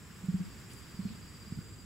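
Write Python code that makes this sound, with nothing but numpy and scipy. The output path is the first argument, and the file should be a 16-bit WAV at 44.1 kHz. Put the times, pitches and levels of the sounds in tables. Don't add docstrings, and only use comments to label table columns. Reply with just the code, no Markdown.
import sys
import numpy as np
from scipy import signal
from scipy.fft import rfft, irfft, next_fast_len
from scipy.io import wavfile
from scipy.ndimage import map_coordinates

SR = 44100
rng = np.random.default_rng(int(sys.argv[2]) if len(sys.argv) > 2 else 0)


def unload_audio(sound):
    columns = np.transpose(np.atleast_2d(sound))
    steps = np.round(np.clip(columns, -1, 1) * 32767)
    wavfile.write(sys.argv[1], SR, steps.astype(np.int16))


N = 81585

# frequency_hz, likeness (1 = the same)
EAR_LIKENESS = [(30, 0.55), (120, 0.85), (300, 0.62), (700, 0.83), (1200, 0.73), (2200, 0.51), (4000, 0.31),
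                (7000, 0.93), (12000, 0.49)]


def amp(db):
    return 10 ** (np.asarray(db) / 20)


def unit(x):
    return x / np.sqrt(np.mean(x ** 2) + 1e-20)


def along(points, hz):
    frequencies, values = np.transpose(points)
    return np.interp(np.log(hz + 1), np.log(frequencies + 1), values)


def clock():
    return np.arange(N) / SR


def curves(rows):
    times, *columns = np.transpose(rows)
    return [np.interp(clock(), times, column) for column in columns]


def wobble(rate):
    return map_coordinates(rng.standard_normal(int(N * rate / SR) + 4), [clock() * rate])


def filtered(x, response):
    size = next_fast_len(N + SR // 2)
    return irfft(rfft(x, size) * response(np.fft.rfftfreq(size, 1 / SR)), size)[..., :N]


def panned(x, pan_db):
    return x * amp(np.array([[pan_db], [-pan_db]]) / 2)


def rush(spectrum, likeness):
    def response(hz):
        width = np.arccos(np.clip(along(likeness, hz), -1, 1)) / 2
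        return amp(along(spectrum, hz)) * [np.cos(width), np.sin(width)]
    mid, side = filtered(rng.standard_normal((2, N)), response)
    return unit(np.array([mid + side, mid - side]))


def tone(hz, scatter, scatter_rate):
    pure = np.exp(2j * np.pi * np.cumsum(hz) / SR)
    blur = np.array([wobble(scatter_rate) + 1j * wobble(scatter_rate) for _ in range(2)])
    return unit((pure * (1 + scatter * blur)).real)


def emu():
    # start_s, level_db, pitch_hz, ring_s
    thumps = [(.237, -35, 182, .021), (0.2848, -23.5, 178.2, 0.022), (0.3412, -24, 183.4, 0.021),
              (.4025, -30, 178.4, .025), (0.9422, -40, 180, 0.011), (0.9903, -28.3, 188, 0.018),
              (1.0525, -27.5, 198.3, 0.017), (1.1026, -38.5, 212, 0.017), (1.4733, -39.5, 184, 0.011),
              (1.5217, -26, 179, 0.0071), (1.572, -36, 170, 0.011), (1.5864, -27, 172, 0.0066)]
    attack_s, stir_s, linger_s = .0024, .013, .22
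    push_hz, push_width_s, push_delay_s = 125, .004, .0041
    longest_ring_s = max(row[3] for row in thumps)
    out = np.zeros(N)
    for start_s, level_db, pitch_hz, ring_s in thumps:
        since = clock() - start_s
        age = np.maximum(since, 0)
        swing = (1 - np.exp(-age / attack_s)) * np.exp(-(age / ring_s) ** 2.3)
        stir = amp(-17.5) * np.exp(-(since / stir_s) ** 2)
        linger = amp(-15 - 60 * age / linger_s) * (1 - np.exp(-(age / ring_s) ** 2))
        phase = 2 * np.pi * pitch_hz * since
        overtone = amp(-31) * swing ** 2 * np.cos(2 * phase)
        sac = (swing + (stir + linger) * ring_s / longest_ring_s) * np.sin(phase) + overtone
        since_push = since - push_delay_s
        push_shape = np.exp(-.5 * (since_push / push_width_s) ** 2)
        push = amp(-19) * np.cos(2 * np.pi * push_hz * since_push) * push_shape
        out += amp(level_db) * (push - sac)
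    return out


def pen_echo(sound):
    # frequency_hz, fade_s
    fade_times = [(100, 0.32), (250, 0.29), (1000, 0.068)]
    delay_s = .02504
    hz, t, noise = signal.stft(rng.standard_normal((2, SR // 2)), SR, nperseg=256)
    fade = amp(-60 * t / along(fade_times, hz)[:, None])
    tail = signal.istft(noise * fade, SR, nperseg=256)[1]
    delayed = np.pad(sound, (int(delay_s * SR), 0))
    return signal.fftconvolve(delayed[None], tail / np.linalg.norm(tail[0]), axes=1)[:, :N]


def near_cricket():
    # time_s, pitch_hz, level_db
    trill = [(0, 4720, -80), (.28, 4740, -72.5), (.47, 4730, -66.5), (.61, 4750, -68), (.675, 4780, -71),
             (.72, 4760, -62.5), (1.05, 4730, -64.5), (1.35, 4780, -63.5), (1.55, 4820, -62),
             (1.85, 4820, -63)]
    first_stroke_s, stroke_every_s, stroke_length_s, sag_hz = .046, .0641, .052, 89.75
    pitch_hz, level_db = curves(trill)
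    uneven_time = clock() - first_stroke_s + .0045 * wobble(12)
    progress = np.clip(uneven_time % stroke_every_s / stroke_length_s, 0, 1)
    strokes = unit(np.abs(np.sin(np.pi * progress)) ** .5)
    stroke_hz = pitch_hz + sag_hz * (.5 - progress) + 25 * wobble(120)
    direct = strokes * tone(stroke_hz, scatter=.55, scatter_rate=150)
    echo = amp(-2.5) * tone(pitch_hz + 40 * wobble(200), scatter=1.5, scatter_rate=150)
    flutter = amp(1.3 * wobble(130))
    return amp(level_db) * unit(flutter * (direct + echo))


def scuffs():
    # peak_s, level_db, width_s, pitch_hz
    touches = [(0.26, -60, 0.0017, 11000), (0.715, -57, 0.013, 2400), (0.725, -62, .025, 9000),
               (0.736, -53, .0012, 7000), (.79, -64.5, .02, 11000), (1.09, -53.5, 0.0021, 2500),
               (1.12, -64, 0.035, 3310), (1.572, -64, .004, 8500)]
    width_octaves = .51
    out = np.zeros((2, N))
    for peak_s, level_db, width_s, pitch_hz in touches:
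        grit = rush([(1000, 0)], EAR_LIKENESS) * amp(2 * wobble(900))
        band = lambda hz: np.exp(-.5 * (np.log2((hz + 1) / pitch_hz) / width_octaves) ** 2)
        swell = np.exp(-.5 * ((clock() - peak_s) / width_s) ** 2)
        out += amp(level_db) * swell * unit(filtered(grit, band))
    return out


def far_insects():
    # frequency_hz, relative_db
    hiss_spectrum = [(5800, -48), (6600, -17), (7000, -3), (7450, -0.5), (7950, -2), (8400, -13),
                     (9200, -39)]
    # pitch_hz, level_db, strokes_per_s
    crickets = [(4950, -71.5, 14), (5340, -76, 17), (5430, -77, 12), (5550, -78, 19)]
    # time_s, change_db
    fade = [(0, 0.5), (1.1, 1), (1.52, -0.5), (1.7, -12), (1.85, -9)]
    hiss_db = -63.5 + .37 * wobble(14) + .75 * wobble(300)
    out = amp(hiss_db) * rush(hiss_spectrum, likeness=[(7500, 1.0)])
    fade_db, = curves(fade)
    for pitch_hz, level_db, strokes_per_s in crickets:
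        strokes = unit(1 + .27 * np.sin(2 * np.pi * strokes_per_s * clock() + wobble(3)))
        note = tone(pitch_hz + 40 * wobble(170), scatter=.76, scatter_rate=110)
        out += amp(level_db + fade_db) * strokes * note
    return out


def far_bird():
    # time_s, pitch_hz, level_db
    note = [(.97, 4340, -97), (1.02, 4270, -68), (1.07, 4240, -70), (1.12, 4000, -68), (1.19, 3920, -92)]
    pitch_hz, level_db = curves(note)
    sounding = (clock() > note[0][0]) & (clock() < note[-1][0])
    return sounding * amp(level_db) * tone(pitch_hz + 80 * wobble(250), scatter=.89, scatter_rate=190)


def town_rumble():
    # frequency_hz, relative_db
    spectrum = [(15, -50), (25, -39), (40, -16), (58, -2.5), (78, -3.5), (100, 2), (130, -4), (190, -4.5),
                (240, -9.5), (300, -13), (460, -18.5), (620, -32), (1200, -51)]
    # frequency_hz, likeness (1 = the same)
    likeness = [(30, .6), (60, 0.84), (150, 0.92), (300, 0.7), (700, 0.91)]
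    # frequency_hz, left_minus_right_db
    balance = [(30, -7), (70, -5), (150, -0.2), (280, 0.7)]
    lean = lambda hz: amp(along(balance, hz) * np.array([[.5], [-.5]]))
    return amp(-51 + 1.2 * wobble(7.85)) * filtered(rush(spectrum, likeness), lean)


def open_air():
    # frequency_hz, relative_db
    spectrum = [(250, 6), (550, -5), (800, -5.5), (1100, 0), (1600, -0.5), (2200, -3), (3200, -6),
                (4300, -9.5), (6300, -12.5), (10000, -15), (15500, -16.5)]
    # time_s, change_db
    swell = [(0, 0.6), (.6, 1.6), (1.1, 0.65), (1.5, -0.4), (1.85, -0.7)]
    swell_db, = curves(swell)
    return amp(-56 + swell_db + .63 * wobble(6)) * rush(spectrum, EAR_LIKENESS)


def scene():
    drum = emu()
    drum_in_pen = panned(drum, pan_db=-3.5) + amp(-17) * pen_echo(drum)
    return drum_in_pen + near_cricket() + far_insects() + far_bird() + scuffs() + town_rumble() + open_air()


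def record(dry):
    top_hz = 15780
    return filtered(dry, lambda hz: hz < top_hz)


dry = scene()
out = record(dry)
unload_audio(out)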